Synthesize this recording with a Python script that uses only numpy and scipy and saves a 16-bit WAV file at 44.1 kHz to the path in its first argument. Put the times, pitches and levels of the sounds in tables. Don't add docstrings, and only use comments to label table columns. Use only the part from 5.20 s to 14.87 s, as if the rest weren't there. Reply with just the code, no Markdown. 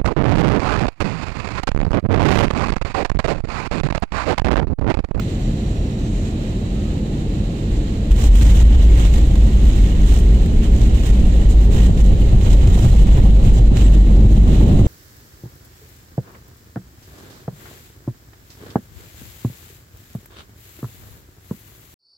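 import sys
import numpy as np
from scipy import signal
from scipy.fft import rfft, irfft, next_fast_len
from scipy.io import wavfile
from scipy.ndimage import uniform_filter1d, minimum_filter1d

SR = 44100
rng = np.random.default_rng(int(sys.argv[2]) if len(sys.argv) > 2 else 0)


def wav_record(signal):
    frames = np.transpose(np.atleast_2d(signal))
    bounded = np.clip(frames, -1, 1)
    quanta = np.round(bounded * 32767).astype(np.int16)
    wavfile.write(sys.argv[1], SR, quanta)


N = 426447
T, HZ = np.arange(N) / SR, np.fft.rfftfreq(N, 1 / SR)
TOUCHDOWN_S = 2.907

# start in seconds, length in seconds, level in dB.
JOINTS = [(2.964, .1, -23), (3.15, .237, -25), (3.74, .11, -21), (6.475, .17, -22), (7.118, .045, -12),
          (7.228, .13, -16), (7.462, .052, -14), (7.62, .065, -9), (7.685, .045, -13), (7.95, .05, -22),
          (8.2, .09, -18), (8.542, .07, -26)]
# frequency in Hz, left level in dB, right level in dB.
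TRIM_COLOUR = [(300, -64.5, -72), (900, -70, -70), (1250, -74, -73.5), (1530, -72.5, -72.5),
               (1870, -75, -74.5), (2380, -75, -71.5), (2800, -78.5, -70.5), (3100, -81.5, -69),
               (3340, -73, -69), (3920, -82, -71.5), (4360, -81.5, -80.5), (5130, -86, -80),
               (6240, -91, -78), (7220, -91, -75), (8250, -82.5, -81), (10080, -92.5, -91),
               (11400, -100, -94.5), (14300, -100, -86)]


def hull_boom(ring_hz=48, width_hz=21, give=0.29, thump_s=0.067):
    # time in seconds, level of the boom in dB.
    loudness = [(1.4, -38), (2.05, -24.5), (2.89, -20.5), (3.02, -16), (3.08, -7), (4.5, -12), (7.4, -12.5),
                (8.5, -23), (9.2, -14), (9.35, -13)]
    off_pitch_hz = HZ - ring_hz ** 2 / (HZ + 1e-3)
    resonance = 1 / np.hypot(1, off_pitch_hz / width_hz) / np.hypot(1, (HZ / 75) ** 5)
    swing = signal.hilbert(unit(filtered(rng.standard_normal(N), resonance)))
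    softened = unit(swing.real / np.hypot(abs(swing), .5) ** give)
    age = np.maximum(T - TOUCHDOWN_S, 0)
    touchdown_thump = -np.sin(2 * np.pi * ring_hz * age) * np.exp(-(age / thump_s) ** 2)
    return amp(curve(loudness)) * softened + touchdown_thump


def tyre_roar(flutter_db=1.97):
    # frequency in Hz, left level in dB, right level in dB.
    colour = [(10, -44.5, -32), (28.6, -27, -28), (50.6, -35.5, -36), (79, -41.5, -40.5), (115, -38.5, -36),
              (138, -46.5, -45.5), (186, -43.5, -43), (221, -48, -47), (272, -55, -57), (321, -61.5, -64),
              (374, -61.5, -58.5), (456, -60.5, -64), (780, -71.5, -67.5), (960, -78, -74.5),
              (3000, -105, -105)]
    # time in seconds, level of the roar in dB.
    loudness = [(2.92, -21), (3.2, -5), (5.7, -5), (7.2, 1), (8, 2.5), (9, -1.5), (9.67, 5.5)]
    roar = in_cabin(noise_pair(), colour)
    return roar * amp(curve(loudness) + flutter_db * wander(20)) * on_ground()


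def wheel_drone(start_hz=54.2, sag_hz_per_s=.6, brake_hz_per_s2=0.1112, throb_db=0.06, dip_db=-13):
    # time in seconds, level of the drone in dB.
    loudness = [(2.95, -15), (3.1, -12), (3.9, -15.5), (5.4, -21), (6.4, -9.5), (6.85, -14), (7.2, -9),
                (9.22, -5.5), (9.35, -27)]
    age = np.maximum(T - TOUCHDOWN_S, 0)
    hz = start_hz - sag_hz_per_s * age - brake_hz_per_s2 * age ** 2 / 2
    drone = tone(hz * (1 + .012 * wander(5)))
    jarred = sum(pulse(start, length) for start, length, _ in JOINTS)
    return drone * amp(curve(loudness) + throb_db * wander(34) + dip_db * jarred) * on_ground()


def floor_bumps():
    # frequency in Hz, left level in dB, right level in dB.
    colour = [(30, -48, -48), (72, -14, -14), (120, -16, -16.5), (155, -30, -32), (260, -39, -39),
              (400, -42, -41), (760, -53, -54), (1410, -65, -62), (3000, -84, -83)]
    return in_cabin(noise_pair(), colour) * swells(JOINTS)


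def engine_surge(final_db=3, rise_db_per_s=10.5, churn_db=1):
    # frequency in Hz, left level in dB, right level in dB.
    colour = [(30, -64, -56), (68, -33.5, -33.5), (109, -31, -32.5), (150, -40.5, -38.5),
              (212.6, -35.5, -36), (260, -47.5, -45), (264, -42.5, -42.5), (386, -49, -52),
              (466, -58.5, -58.5), (530, -54.5, -63.5), (900, -69, -66), (1080, -70.5, -76),
              (3000, -100, -100)]
    thrust_db = final_db - rise_db_per_s * (T[-1] - T)
    return in_cabin(noise_pair(), colour) * amp(thrust_db + churn_db * wander(30))


def shaking(unrest_db=0.9, extra_fizz_db=2, fizz_unrest_db=0.6, fall_s=0.016):
    # time in seconds, level in dB.
    tremble = [(2.9, -7), (3.5, -8), (4.1, -7), (5.2, -9.5), (6.2, -7), (6.45, -18), (6.95, -11),
               (7.15, -9.5), (8.1, -8), (8.48, -29), (8.8, -8), (9.05, -12), (9.2, -9.5), (9.67, -4)]
    # start, rise time and length in seconds, level in dB, extra fizz in dB.
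    fits = [(2.955, .07, .115, 0.5, 6.5), (3.095, .03, .055, -2, 3), (3.15, .008, .08, 2.5, 6),
            (3.23, .02, .18, 1.3, 4.5), (3.46, .04, .27, -3.5, -1.5), (3.73, .08, .14, 2.5, 1.5),
            (3.93, .015, .06, -1, 3), (4.41, .09, .3, -4.5, 3), (4.76, .08, .22, -4, -3),
            (4.84, .025, .16, -6, 9.5), (5.413, .02, .05, -4, 3), (5.5, .1, .18, -7, 5),
            (5.735, .03, .08, -3.5, 3), (5.82, .04, .08, -2, 4.5), (6.28, .02, .045, -10, 12),
            (6.39, .03, .07, -9, 4), (6.49, .07, .175, 2, 2), (6.69, .03, .06, -6, 4),
            (6.76, .02, .05, -4, 6), (6.835, .015, .04, -7, 6), (7.205, .04, .09, -1, 2),
            (7.295, .012, .04, 0.5, 4), (7.4, .02, .06, -1.5, -2), (7.465, .015, .04, -3, 5.5),
            (7.518, .025, .185, 0.8, 6), (7.705, .015, .13, -1.3, 3.5), (7.84, .05, .16, -2.5, -3),
            (8.222, .04, .08, -1.5, 2), (8.32, .025, .07, -6, 7), (8.545, .025, .08, 1.5, 1.5),
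            (8.62, .03, .13, -3, 1.5), (9.06, .04, .18, -7, 3), (9.23, .1, .21, -4, 0)]
    clatter_power = amp(curve(tremble) + unrest_db * wander(19)) ** 2
    fizz_power = clatter_power * amp(extra_fizz_db) ** 2
    for start, rise, length, db, fizz_db in fits:
        now = slice(round(start * SR), round(start * SR) + SR)
        age = np.maximum(T[now] - start, 0)
        swell = np.sin(np.pi / 2 * np.minimum(age / rise, 1))
        release = np.exp(-np.maximum(age - length, 0) / fall_s)
        fit = amp(db) * swell * release
        clatter_power[now] += fit ** 2
        fizz_power[now] += (fit * amp(fizz_db)) ** 2
    clatter = np.sqrt(clatter_power) * on_ground()
    fizz = np.sqrt(fizz_power) * amp(fizz_unrest_db * wander(20)) * on_ground()
    return clatter, fizz


def tiny_impacts(per_s=1300, spread_db=1.5, echo_s=.006):
    hits = uneven_hits(per_s, spread_db)
    t = np.arange(SR // 50) / SR
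    echo = rng.standard_normal((2, len(t))) * np.exp(-t / echo_s)
    power = signal.oaconvolve(hits ** 2, np.mean(echo ** 2, 0))[:N]
    return unit(np.sqrt(abs(power)) * noise_pair())


def panel_rattle(clatter, fizz, chatter_db=0.35, panel_db=1.0, tick_db=-0.5):
    clatter_edges_hz, fizz_edges_hz = (200, 2500, 3500, 4600), (4640, 6900, 10000, 20000)
    ticks = amp(tick_db) * random_ticks(per_s=30, softest=0.11, decay_s=0.0016)
    rattle = in_cabin(tiny_impacts() * (1 + ticks), TRIM_COLOUR) * amp(chatter_db * wander(39))
    out = np.zeros((2, N))
    for edges, strength in (clatter_edges_hz, clatter), (fizz_edges_hz, fizz):
        for low_hz, high_hz in zip(edges, edges[1:]):
            band = filtered(rattle, below(high_hz) - below(low_hz))
            out += band * strength * amp(panel_db * wander(25))
    return out


def trim_snaps(decay_s=.005, boost_db=33, top_hz=10000):
    # start in seconds, level in dB, extra top treble in dB.
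    jolts = [(2.9108, -25, 4), (2.9165, -27, 3), (2.9616, -30, 2), (3.0384, -27, -1), (3.1547, -20.5, 7),
             (3.2121, -23, 0), (3.2205, -24, -3), (3.2933, -28, -1), (3.3504, -27, 4), (3.8516, -25, -6),
             (3.9389, -29, 3), (4.156, -28, -2), (4.9236, -27, -5), (4.9404, -27, 3), (5.2604, -32, 0),
             (5.7471, -34, 0), (5.8354, -30, 2), (5.8673, -30, 5), (7.2114, -32, 4), (7.4728, -28, 0),
             (8.1065, -29, -2), (8.5699, -23, -7)]
    snaps, tops = np.zeros((2, N))
    for start, db, top_db in jolts:
        snap = amp(db + boost_db) * struck(start, decay_s)
        snaps += snap
        tops += snap * amp(top_db)
    crack = noise_pair()
    brighten = 1 + 0.49 * HZ / (HZ + 6000)
    body = filtered(snaps * crack, below(top_hz) * brighten)
    top = filtered(tops * crack, (1 - below(top_hz)) * brighten)
    return in_cabin(body + top, TRIM_COLOUR)


def furniture_knocks():
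    # start in seconds, level in dB, decay time in seconds.
    knocks = [(3.04, -8, .012), (7.576, 4, .005), (7.59, -6, .06), (7.74, -11, .05), (7.972, -6, .035),
              (8.055, -8, .04), (8.699, -3, .006), (8.913, -5, .006), (8.977, -4, .006), (9.412, 0, .005)]
    # frequency in Hz, left level in dB, right level in dB.
    colour = [(120, -56, -56), (230, -42, -42), (400, -44, -44), (600, -50, -50), (800, -53, -53),
              (1100, -61, -61), (1600, -70, -68), (3000, -85, -85)]
    blows = sum(amp(db) * struck(start, decay_s) for start, db, decay_s in knocks)
    return in_cabin(blows * noise_pair(), colour)


def loose_parts(clatter, level_db=-45.5, steepness=0.7):
    # pitch in Hz, seconds to fade by 60 dB, level in dB.
    parts = [(1900, 0.055, -3.5), (2155, 0.021, -3.5), (2915, 0.02, -0.5), (3120, 0.054, -3),
             (3430, 0.024, -7), (4180, 0.041, -15), (6540, .025, -8), (7260, 0.028, -9),
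             (7470, 0.033, -6.5)]
    t, out = np.arange(SR // 12) / SR, np.zeros((2, N))
    for hz, fade_s, db in parts:
        hits = uneven_hits(per_s=140, spread_db=4.0)
        envelope = amp(-60 * t / fade_s) * (1 - np.exp(-t * hz))
        ring = envelope * np.sin(2 * np.pi * (hz * t + rng.random((2, 1))))
        out += amp(db) * unit(signal.oaconvolve(hits[None], ring, axes=1)[:, :N])
    return on_right(out * clatter ** steepness * amp(level_db), left_db=-12)


def plastic_taps(fade_s=.02, rise_s=.0012):
    # start in seconds, level in dB.
    taps = [(5.442, -29), (6.561, -25), (6.787, -29), (6.908, -28), (7.016, -29), (7.088, -27),
            (7.257, -28), (7.432, -27), (7.505, -25), (7.602, -25), (7.784, -28), (8.732, -26),
            (9.109, -31)]
    # pitch in Hz, level in dB.
    notes = [(2200, -10), (2800, -3), (3050, 0), (3400, -8)]
    t, out = np.arange(SR // 20) / SR, np.zeros(N)
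    for start, db in taps:
        ring = sum(amp(note_db) * np.sin(2 * np.pi * hz * rng.uniform(0.93, 1.056) * t)
                   for hz, note_db in notes)
        envelope = amp(db - 60 * t / fade_s) * (1 - np.exp(-t / rise_s))
        out[round(start * SR):][:len(t)] += envelope * ring
    return on_right(out, left_db=-10)


def latch_clicks(fizz, tick_db=11, ticks_above_hz=7500, clicks_above_hz=9000):
    # start in seconds, level in dB.
    clear_clicks = [(3.156, 18), (3.69, 7), (4.068, 8), (4.124, 8), (4.244, 6), (4.414, 13), (5.262, 15),
                    (5.75, 14), (6.407, 8), (6.847, 10), (6.868, 9), (7.007, 17), (7.017, 13), (8.109, 14)]
    ticks = amp(tick_db) * random_ticks(per_s=20, softest=.3, decay_s=0.0013) * np.sqrt(fizz)
    clicks = sum(amp(db) * struck(start, decay_s=.0015) for start, db in clear_clicks)
    grain = noise_pair()
    faint = filtered(ticks * grain, HZ ** 2 / (HZ ** 2 + ticks_above_hz ** 2))
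    clear = filtered(clicks * grain, 1 - below(clicks_above_hz))
    return in_cabin(faint + clear, TRIM_COLOUR)


def squeaks():
    # start and length in seconds, pitch in Hz, level in dB, jitter as a share of the pitch.
    rubs = [(.76, .16, 6230, -52, .022), (7.712, .022, 4090, -35, .008), (8.333, .04, 7460, -42, .025),
            (8.625, .055, 7650, -41, .025)]
    out, slip = np.zeros(N), wander(540)
    for start, length, hz, db, jitter in rubs:
        swell = np.sin(np.pi * np.clip((T - start) / length, 0, 1))
        out += amp(db) * swell * tone(hz * (1 + jitter * slip))
    return on_right(out, left_db=-9)


def airflow(gust_db=0.16):
    # frequency in Hz, left level in dB, right level in dB.
    colour = [(10, -52.5, -60), (30, -50, -50), (41.4, -31, -32), (54.4, -44.5, -43), (82, -44.5, -43),
              (113, -44.5, -43), (178, -47.5, -46.5), (215.4, -46, -45), (253, -53.5, -52),
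              (300.5, -51, -52.5), (428, -59, -59.5), (650, -66.5, -66), (986, -80, -75.5),
              (1490, -88, -90), (6000, -120, -120)]
    return in_cabin(noise_pair(), colour) * amp(gust_db * wander(11))


def vent_hiss(flutter_db=0.84):
    # frequency in Hz, left level in dB, right level in dB.
    colour = [(300, -77, -90), (1500, -82, -79.5), (1920, -81.5, -78.5), (2930, -85, -76),
              (4090, -87.5, -77.5), (4500, -87.5, -82), (4840, -92, -85.5), (5870, -96.5, -86.5),
              (7280, -95, -81), (8500, -91, -91.5), (9700, -100.7, -99.5), (11200, -105.7, -104.5),
              (14500, -110.3, -97), (15700, -117, -103)]
    # time in seconds, level of the hiss in dB.
    loudness = [(0, 2), (1.2, 1), (2.9, 1.5), (4, 1.5)]
    return in_cabin(noise_pair(), colour) * amp(curve(loudness) + flutter_db * wander(17))


def engine_idle(flicker_db=1.5, waver=.003):
    # start and length in seconds, first and last pitch in Hz, level in dB.
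    hums = [(4.0, 3.1, 229, 223, -34.5), (4.1, .9, 186, 180, -33), (4.75, 1.3, 423, 409, -39),
            (6.2, 1.0, 414, 413, -37.5), (6.35, .85, 181, 180, -27.5), (6.3, .9, 323, 322, -41),
            (6.4, .8, 517, 514, -44)]
    out, sway = np.zeros(N), 1 + waver * wander(5.94)
    for start, length, first_hz, last_hz, db in hums:
        hz = np.interp(T, [start, start + length], [first_hz, last_hz]) * sway
        out += amp(db) * pulse(start, length) * tone(hz, start_turn=rng.random())
    return out * amp(flicker_db * wander(10))


def fan_whine(start_hz=3884, creep_hz_per_s=2.9):
    # time in seconds, level of the whine in dB.
    loudness = [(0, -61), (1.7, -57.5), (2.8, -67), (5.5, -70), (6.8, -55.5), (9.67, -55.5)]
    return amp(curve(loudness)) * thin_tone(start_hz + creep_hz_per_s * T, waver=0.0012, flicker_db=2)


def whistles():
    # start and length in seconds, first and last pitch in Hz, level in dB.
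    glides = [(-.2, .72, 5890, 5790, -60.5), (.42, .4, 5780, 5570, -59), (.75, .42, 5500, 5300, -65),
              (.02, .42, 7370, 7300, -59.5), (1.78, .18, 7240, 7200, -62), (1.5, .3, 1290, 1245, -57)]
    out = np.zeros((2, N))
    for start, length, first_hz, last_hz, db in glides:
        hz = np.interp(T, [start, start + length], [first_hz, last_hz])
        out += amp(db) * pulse(start, length) * thin_tone(hz, waver=.0022, flicker_db=3)
    return out


def hiss_spurts(centre_hz=7000, width_hz=1100):
    # start in seconds, length in seconds, level in dB.
    spurts = [(.46, 0.09, -52), (.84, 0.32, -48), (2.56, .04, -49)]
    hiss = unit(filtered(noise_pair(), 1 / (1 + ((HZ - centre_hz) / width_hz) ** 2)))
    return on_right(swells(spurts) * hiss, left_db=-9)


def in_cabin(pair, colour):
    # frequency in Hz, how alike left and right are (1 the same, -1 opposite).
    likeness = [(40, 1), (120, 1), (360, 0.95), (520, 0.68), (640, 0.39), (760, 0.35), (950, -0.33),
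                (1150, -0.24), (1500, -0.55), (1950, -0.081), (2500, 0.21), (3300, -0.21), (4500, -0.078)]
    alike = spectrum(likeness)
    mid = filtered(pair[0], np.sqrt((1 + alike) / 2))
    side = filtered(pair[1], np.sqrt((1 - alike) / 2))
    per_hz = np.sqrt(SR / 2) * HZ / np.hypot(HZ, 6)
    left = filtered(mid + side, per_hz * amp(spectrum(colour, column=1)))
    right = filtered(mid - side, per_hz * amp(spectrum(colour, column=2)))
    return np.array([left, right])


def cabin_resonance(sound):
    # centre in Hz, width in Hz, boost or cut in dB.
    bands = [(174, 20, -0.5), (218, 15, .5), (243, 5.2, -1), (305, 10, 1.5), (371, 5.7, 1.5),
             (423, 19, -0.5), (524, 14, 1.5), (593, 24, -1), (846, 38, 0.5), (1520, 94, -0.5),
             (1860, 60, 1.2), (2270, 140, -1.5), (3150, 85, 0.5), (3380, 120, -2), (4170, 60, 2),
             (4360, 90, -1)]
    gain_db = sum(db * np.exp(-((HZ - hz) / width) ** 2 / 2) for hz, width, db in bands)
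    return filtered(sound, amp(gain_db))


def amp(db):
    return 10 ** (np.asarray(db) / 20)


def unit(x):
    return x / np.sqrt(np.mean(x ** 2) + 1e-20)


def curve(rows):
    return np.interp(T, *np.transpose(rows))


def spectrum(rows, column=1):
    rows = np.array(rows)
    return np.interp(np.log(HZ + 1), np.log(rows[:, 0]), rows[:, column])


def filtered(x, gain):
    size = next_fast_len(N + 4096, True)
    gain = np.interp(np.fft.rfftfreq(size, 1 / SR), HZ, gain)
    return irfft(rfft(x, size) * gain, size)[..., :N]


def below(hz):
    return 1 / (1 + (HZ / hz) ** 10)


def noise_pair():
    return rng.standard_normal((2, N))


def wander(hz):
    return unit(filtered(rng.standard_normal(N), 1 / (1 + (HZ / hz) ** 4)))


def uneven_hits(per_s, spread_db):
    sizes = amp(spread_db * np.minimum(rng.exponential(1, N), 4))
    return sizes * (rng.random(N) < per_s / SR)


def random_ticks(per_s, softest, decay_s):
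    hits = rng.uniform(softest, 1, N) ** 2 * (rng.random(N) < per_s / SR)
    return signal.lfilter([1], [1, -np.exp(-1 / (decay_s * SR))], hits)


def tone(hz, start_turn=0):
    return np.sqrt(2) * np.sin(2 * np.pi * (np.cumsum(hz) / SR + start_turn))


def thin_tone(hz, waver, flicker_db):
    wavering = tone(hz * (1 + waver * wander(120)))
    return on_right(wavering * amp(flicker_db * wander(20)), left_db=-6)


def on_right(sound, left_db):
    return sound * amp([[left_db], [0]])


def on_ground(rise_s=0.0042):
    return np.clip((T - TOUCHDOWN_S) / rise_s, 0, 1)


def pulse(start, length):
    return np.sqrt(np.sin(np.pi * np.clip((T - start) / length, 0, 1)) + 1e-12)


def swells(rows):
    return sum(amp(db) * pulse(start, length) for start, length, db in rows)


def struck(start, decay_s):
    out = np.zeros(N)
    after = slice(round(start * SR), round(start * SR) + SR // 3)
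    out[after] = np.exp(-np.maximum(T[after] - start, 0) / decay_s)
    return out


def scene():
    clatter, fizz = shaking()
    rush = airflow() + vent_hiss() + engine_surge()
    runway = tyre_roar() + floor_bumps()
    rattle = furniture_knocks() + panel_rattle(clatter, fizz) + trim_snaps()
    tones = wheel_drone() + engine_idle() + fan_whine() + whistles() + squeaks()
    boom = hull_boom()
    details = hiss_spurts() + loose_parts(clatter) + plastic_taps() + latch_clicks(fizz)
    return boom + cabin_resonance(runway + rattle + rush) + tones + details


def record(dry, ceiling=0.79, recovery_db_per_s=100, top_hz=15650):
    peak = abs(dry).max(0)
    over_db = np.maximum(20 * np.log10(peak / ceiling + 1e-9), 0)
    recovery_db = T * recovery_db_per_s
    held_db = np.maximum.accumulate(over_db + recovery_db) - recovery_db
    early_db = minimum_filter1d(-held_db, size=180)
    smooth_db = uniform_filter1d(uniform_filter1d(early_db, size=90), size=90)
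    low_pass = signal.firwin(511, top_hz, window=("kaiser", 9), fs=SR)
    return signal.oaconvolve(dry * amp(smooth_db), low_pass[None], "same")


dry = scene()
out = record(dry)
wav_record(out)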